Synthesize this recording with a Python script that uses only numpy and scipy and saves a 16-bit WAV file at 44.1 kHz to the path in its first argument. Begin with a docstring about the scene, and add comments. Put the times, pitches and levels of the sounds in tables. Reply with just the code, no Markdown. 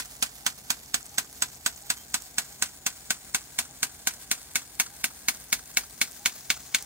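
"""Impact sprinkler on a ploughed field.

Four times a second the swing arm slaps into the jet and knocks the metal head; spray bursts off, the arm
rebounds, the tripod rings. The head turns slowly while the microphone pans across it. The nozzle hisses,
drops patter on the soil, a low drone carries over the field and far birds call."""
import sys
import numpy as np
from scipy.fft import rfft, irfft, next_fast_len
from scipy.io import wavfile
from scipy.ndimage import uniform_filter1d, map_coordinates

SR = 44100
rng = np.random.default_rng(int(sys.argv[2]) if len(sys.argv) > 2 else 0)


def persist_wave(psi):
    """Save psi, clipped to +-1, as 16-bit WAV."""
    counts = np.round(np.clip(psi, -1, 1) * 32767).astype(np.int16)
    wavfile.write(sys.argv[1], SR, np.atleast_2d(counts).T)


N = 302085
TIME = np.arange(N) / SR
EVENT_SAMPLES = 8192
AGE = np.arange(EVENT_SAMPLES) / SR
HZ = np.fft.rfftfreq(EVENT_SAMPLES, 1 / SR)
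TOP_HZ = 15800

# beams of the head: (turned away [dB], facing [dB], best heading [deg], beam width [deg])
CLACK_BEAM, SPRAY_BEAM = (-2.5, 3, 46, 13.5), (-3, 2.5, 30.5, 34.5)
# beamed resonances: (frequency [Hz], width [Hz], then the four beam columns above)
BEAMED_MODES = [(2245, 510, -8, 11.5, 38, 50), (2430, 120, -1, 9, -60, 29), (7300, 290, -9, 4, -7, 19),
                (7970, 500, -11, 9, -36, 31), (8700, 160, 5.5, 25, -61, 9.3)]
# broad colour of a blow: (frequency [Hz], gain [dB])
BLOW_COLOUR = [(40, -20), (100, -14.5), (200, -9), (500, -21), (1200, -9), (2500, -2.5), (4500, -0.2),
               (7000, -2.5), (9000, -3), (10500, -7), (13500, -9.5), (15700, -7.5)]
def swing_arm(gain_db=12.5, fade_db_per_s=0.31, jitter_db=0.4):
    """Each swing: the arm cuts into the jet, strikes the head, flings spray and rebounds."""
    direct, scattered = np.zeros((1, N)), np.zeros((2, N))
    # the same faces chatter and slap the water at every blow
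    contact = flatten(burst(t60_s=0.019, attack_s=0.00036))
    slap = flatten(burst(t60_s=0.036, attack_s=0.00069, delay_s=0.0023, ragged_db=7.5))
    broad_db, modes_db = colour(HZ, BLOW_COLOUR), head_resonance(HZ)
    water_db = colour(HZ, [(300, -1), (800, 2.2), (1500, 4.4), (2500, 3.5), (4000, 0.3), (8000, 4.7),
                           (15000, -6)])
    soil_db = colour(HZ, [(150, -27.5), (500, 16), (1300, 11.5), (3000, 5.5), (8000, 7.5), (14000, 8.5)])
    rebound_db = colour(HZ, [(200, -22), (700, -7), (1400, 6.5), (2400, -6), (4000, -0.5), (8000, 7.5),
                             (14000, -24)])
    for s in blow_times():
        level_db = gain_db - fade_db_per_s * s + jitter_db * rng.normal()
        clack_db = beam_db(s, *CLACK_BEAM) * bump(HZ, 3700, 2600)
        bright_db = beam_db(s, *SPRAY_BEAM)
        treble_db = bright_db / (1 + (5000 / (HZ + 1)) ** 4)
        blow_db = level_db + broad_db + clack_db + treble_db
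        beamed_db = sum(beam_db(s, *beam) * bump(HZ, hz, width) for hz, width, *beam in BEAMED_MODES)
        metal_db = modes_db + beamed_db

        entry = amp(-17) * burst(t60_s=0.06, attack_s=0.004, ragged_db=3)
        add(direct, s - 0.007, ring(entry, blow_db + water_db))

        strike = amp(-5) * contact + amp(-15.5) * burst(t60_s=0.018, attack_s=0.00029)
        add(direct, s, ring(strike, blow_db + metal_db))

        spray = amp(-17.5) * slap + amp(-9.5) * burst(t60_s=0.075, attack_s=0.001, ragged_db=1)
        # a last gulp of water leaves the arm as it swings out
        gulp_gain, gulp_s = amp(rng.normal(-24, 2)), rng.normal(0.0354, 0.0014)
        spray += gulp_gain * burst(t60_s=0.08, attack_s=0.00063, delay_s=gulp_s)
        add(direct, s, ring(spray, blow_db + water_db + 0.24 * metal_db))

        rebound_gain, rebound_s = amp(rng.normal(-28, 1)), rng.normal(0.0617, 0.0017)
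        rebound = rebound_gain * burst(t60_s=0.069, attack_s=0.0016, delay_s=rebound_s, ragged_db=3)
        add(direct, s, ring(rebound, level_db + bright_db + rebound_db))

        # clods and stubble scatter the blow back
        echo = amp(-10) * burst(t60_s=0.098, attack_s=0.0013, channels=2, ragged_db=0.5)
        add(scattered, s, ring(echo, blow_db + soil_db + 0.35 * metal_db))
    return pan(direct[0]) + scattered


# resonances of arm and head: (frequency [Hz], width [Hz], gain [dB])
HEAD_MODES = [(737, 192, 12), (996.4, 41, 12.5), (1525, 228, 15.5), (1905, 114, 4.5), (2220, 178, 9.5),
              (2682, 113, 9.5), (3536, 200, 10), (4200, 360, 8), (6348, 100, 16), (6840, 260, 12),
              (7980, 580, 11), (9000, 120, 1), (9400, 220, 8.5), (11960, 73, 17.5), (11700, 170, -3.5),
              (15500, 200, 4)]
def head_resonance(hz):
    """Summed gain of the metal's modes in dB."""
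    return sum(db * bump(hz, centre, width) for centre, width, db in HEAD_MODES)


def blow_times(count=29, first_s=-0.0137, swing_s=0.23865, growth_s=0.000205):
    """The arm runs down slowly: each swing lasts a little longer than the one before."""
    swings = swing_s + growth_s * np.arange(count - 1)
    return first_s + np.append(0, np.cumsum(swings))


def facing(s, best_deg, width_deg, start_deg=-65, turn_deg_per_s=17):
    """Aim of a turning beam at the microphone, 0-1; at heading 0 the jet points away."""
    heading_deg = start_deg + turn_deg_per_s * s
    return np.exp(-((heading_deg - best_deg) / width_deg) ** 2)


def beam_db(s, away_db, facing_db, best_deg, width_deg):
    """Gain that swells as a beam sweeps past the microphone."""
    return away_db + (facing_db - away_db) * facing(s, best_deg, width_deg)


# low modes of the legs: (frequency [Hz], level [dB], t60 [s])
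TRIPOD_MODES = [(237.4, -43, 0.12), (281, -50, 0.15), (409, -61, 0.21)]
def tripod():
    """Each blow kicks the legs into a dull knock, louder in the spray's beam."""
    knocks = np.zeros(N)
    knock = sum(amp(db - 60 * AGE / t60) * np.sin(2 * np.pi * hz * AGE) for hz, db, t60 in TRIPOD_MODES)
    for s in blow_times():
        add(knocks, s, amp(0.5 * beam_db(s, *SPRAY_BEAM) + rng.normal()) * knock)
    return knocks


# nozzle hiss: (frequency [Hz], gain [dB])
HISS_COLOUR = [(300, -35), (600, -4), (750, -9), (1150, -4.5), (1550, -8.5), (2000, -4), (2700, -7.5),
               (3500, -5), (5000, -2), (7000, -2), (8800, -0.5), (11000, -5), (13000, -3.5), (15500, -1.5)]
# beamed hiss: (frequency [Hz], width [Hz], facing level [dB], best heading [deg], beam width [deg])
JET_BANDS = [(7040, 290, -60.5, -16, 34), (9100, 690, -60, 27, 22), (1585, 200, -66.5, 15, 66),
             (6460, 2600, -56, 47, 11), (15200, 1200, -65, 48, 35)]
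def jet(start_db=-47, rise_db_per_s=0.21):
    """The nozzle hisses, spits and whistles; the stream breaks into a wide, fluttering mist."""
    nozzle = pan(rng.standard_normal(N) * amp(3.64 * wobble(70) + 2.3 * wobble(500)), offset_ms=0.011)
    mist = rng.standard_normal((2, N)) * amp(1.2 * wobble(30) + 2.2 * wobble(400))
    stream = nozzle + amp(2.5) * mist
    hiss = filtered(stream, lambda hz: amp(colour(hz, HISS_COLOUR) + 0.31 * head_resonance(hz)))
    # louder as the microphone turns towards the nozzle
    hiss = unit_rms(hiss) * amp(start_db + rise_db_per_s * TIME)
    whistles = sum(amp(db) * facing(TIME, *beam) * noise_band(hz, width)
                   for hz, width, db, *beam in JET_BANDS)
    return (hiss + whistles) * amp(0.71 * wobble(17))


# big drops close by: (time [s], level [dB])
NEAR_DROPS = [(0.789, -47), (1.328, -36), (1.788, -48), (2.221, -33.5), (4.138, -31.5), (4.536, -34),
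              (4.752, -34), (4.965, -36.5), (5.908, -41.5), (6.119, -39), (6.825, -33)]
# patter, least while the jet points away: (time [s], gain [dB])
PATTER_GAIN = [(0, 4), (2.5, 1.5), (3.5, -2), (5.1, -2), (5.9, 5.5)]
def patter(count=2400, tick_hz=6800, tick_t60_s=0.003, splat_t60_s=0.015):
    """Drops hit dry soil and straw: many faint ticks, each at its own pitch, and a few near splats."""
    drops = np.zeros((2, N))
    t = AGE[:400]
    sides = np.array([[1], [-1]])
    for s, size in zip(rng.uniform(0, N / SR, count), rng.exponential(size=count)):
        hz = min(tick_hz * np.exp(0.3 * rng.normal()), TOP_HZ)
        tick = np.sin(2 * np.pi * hz * t + rng.normal(0, 1, (2, 1))) * amp(-60 * t / tick_t60_s)
        tick_db = -52 + 6.14 * min(size, 3.5)
        add(drops, s, amp(tick_db + rng.normal(0, 4.1) * sides) * tick)
    for s, db in NEAR_DROPS:
        splat = rng.standard_normal(len(t)) * amp(-60 * t / splat_t60_s)
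        add(drops, s, amp(db + 5 + rng.normal(0, 3.6) * sides) * splat)
    soil = [(500, -21), (2500, -19), (6500, -4), (9000, -2), (11000, -7.5), (15000, -9)]
    gain_db, = over_time(PATTER_GAIN)
    return amp(gain_db) * filtered(drops, lambda hz: amp(colour(hz, soil)))


# far rumble: (frequency [Hz], gain [dB])
RUMBLE_COLOUR = [(22, -27), (35, -45), (52, -2.5), (78, 1), (105, -10.5), (135, -6), (190, -7), (260, -5.5),
                 (350, -12), (450, -10), (560, -18), (750, -7.5), (1200, -29), (3000, -58)]
# hum lines: (frequency [Hz], level [dB])
HUM_LINES = [(52, -64), (131, -64.5)]
def drone(rumble_db=-57.5):
    """A far rumble with a wavering hum, nearly the same in both channels."""
    noise = rng.standard_normal(N) + amp(-10.5) * rng.standard_normal((2, N))
    rumble = unit_rms(filtered(noise, lambda hz: amp(colour(hz, RUMBLE_COLOUR))))
    hum = sum(amp(db + 2 * wobble(6)) * np.sin(2 * np.pi * hz * TIME + wobble(10))
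              for hz, db in HUM_LINES)
    return amp(rumble_db) * rumble + hum


# far hoots: (time [s])
HOOT_TIMES = [.45, 1.14, 1.85, 2.52, 3.71, 4.93, 6.22, 6.83]
def birds(hoot_hz=816, hoot_db=-56, peep_s=2.0, peep_hz=3160, peep_db=-55):
    """One bird hoots softly, another peeps once: pure tones, each rising slightly."""
    song = np.zeros(N)
    t = AGE - AGE.mean()
    envelope = np.exp(-(t / 0.031) ** 2)
    calls = [(s, hoot_hz, hoot_db) for s in HOOT_TIMES] + [(peep_s, peep_hz, peep_db)]
    for s, hz, db in calls:
        add(song, s + t[0], amp(db) * envelope * np.sin(2 * np.pi * hz * (t + 0.32 * t ** 2)))
    return song


# sprinkler bearing: (time [s], left lag [ms], left minus right [dB])
PAN_PATH = [(0.2, 0.17, -8), (3.1, 0.11, -3), (6.0, 0.063, -1), (6.7, 0.033, -0.2)]
def pan(x, offset_ms=0):
    """Sound reaches the moving microphone's two ports with a lag and a level difference."""
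    lag_ms, pan_db = over_time(PAN_PATH)
    half_lag = (lag_ms + offset_ms) * SR / 2000
    return np.array([map_coordinates(x, [np.arange(N) - side * half_lag], order=5)
                     * amp(side * pan_db / 2) for side in (1, -1)])


# port colour: (frequency [Hz], left minus right [dB])
PORT_BALANCE = [(300, 1.5), (700, 0), (1000, 2), (1550, -2), (2050, 3), (2600, -0.5), (3200, -4), (3900, 4),
                (4900, -2), (6600, 2.5), (8800, 5), (11400, -1), (14500, 2.5)]
def port_response(hz):
    """The two microphone ports colour sound differently, at constant total power."""
    return np.sqrt(2 / (1 + amp(np.array([[-2], [2]]) * colour(hz, PORT_BALANCE))))


def burst(t60_s, attack_s, delay_s=0, channels=1, ragged_db=0):
    """Dying noise of energy 1 a channel; ragged_db breaks it into clumps of about 1 ms."""
    t = np.maximum(AGE - delay_s, 0)
    clumps = unit_rms(uniform_filter1d(rng.standard_normal(EVENT_SAMPLES), size=48))
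    envelope = amp(ragged_db * clumps - 60 * t / t60_s) * (1 - np.exp(-t / attack_s))
    return unit_rms(rng.standard_normal((channels, EVENT_SAMPLES)) * envelope) / np.sqrt(EVENT_SAMPLES)


def ring(x, colour_db):
    """Minimum-phase filter: resonances ring after the blow."""
    cepstrum = irfft(np.log(amp(colour_db)))
    fold = 1 + np.sign(EVENT_SAMPLES / 2 - np.arange(EVENT_SAMPLES))
    fold[0] = 1
    return irfft(rfft(x) * np.exp(rfft(cepstrum * fold)))


def flatten(x):
    """Give a burst equal energy in every narrow band."""
    power = np.abs(uniform_filter1d(np.abs(rfft(x)) ** 2, size=16))
    return ring(x, -10 * np.log10(power + 1e-9))


def noise_band(centre_hz, width_hz):
    """Resonant noise, rms 1."""
    return unit_rms(filtered(rng.standard_normal(N), lambda hz: bump(hz, centre_hz, width_hz)))


def filtered(x, response):
    """Zero-phase filter of gain response(hz)."""
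    size = next_fast_len(N + EVENT_SAMPLES)
    return irfft(rfft(x, size) * response(np.fft.rfftfreq(size, 1 / SR)), size)[..., :N]


def wobble(rate_hz):
    """Smooth random curve."""
    return map_coordinates(rng.standard_normal(int(N * rate_hz / SR) + 4), [TIME * rate_hz])


def bump(hz, centre_hz, width_hz):
    """Resonance shape of height 1."""
    return 1 / (1 + (2 * (hz - centre_hz) / width_hz) ** 2)


def colour(hz, points):
    """Interpolate (frequency [Hz], gain [dB]) points on a log axis."""
    knots_hz, db = np.transpose(points)
    return np.interp(np.log(hz + 1), np.log(knots_hz + 1), db)


def over_time(rows):
    """Interpolate (time [s], values...) rows at every sample."""
    knots_s, *columns = np.transpose(rows)
    return [np.interp(TIME, knots_s, column) for column in columns]


def add(track, s, x):
    """Mix x into the track at time s."""
    start = round(s * SR)
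    a, b = max(start, 0), min(start + x.shape[-1], N)
    if b > a:
        track[..., a:b] += x[..., a - start:b - start]


def amp(db):
    """Decibels to gain."""
    return 10 ** (np.asarray(db) / 20)


def unit_rms(x):
    """Scale to rms 1."""
    return x / np.sqrt(np.mean(x ** 2) + 1e-20)


def scene():
    """Sprinkler and drops, coloured by the ports, over the far sounds."""
    near = swing_arm() + tripod() + jet() + patter()
    return filtered(near, port_response) + drone() + birds()


def record(dry):
    """Steep low-pass at the recorder's band limit."""
    return filtered(dry, lambda hz: 1 / (1 + (hz / TOP_HZ) ** 200))


dry = scene()
out = record(dry)
persist_wave(out)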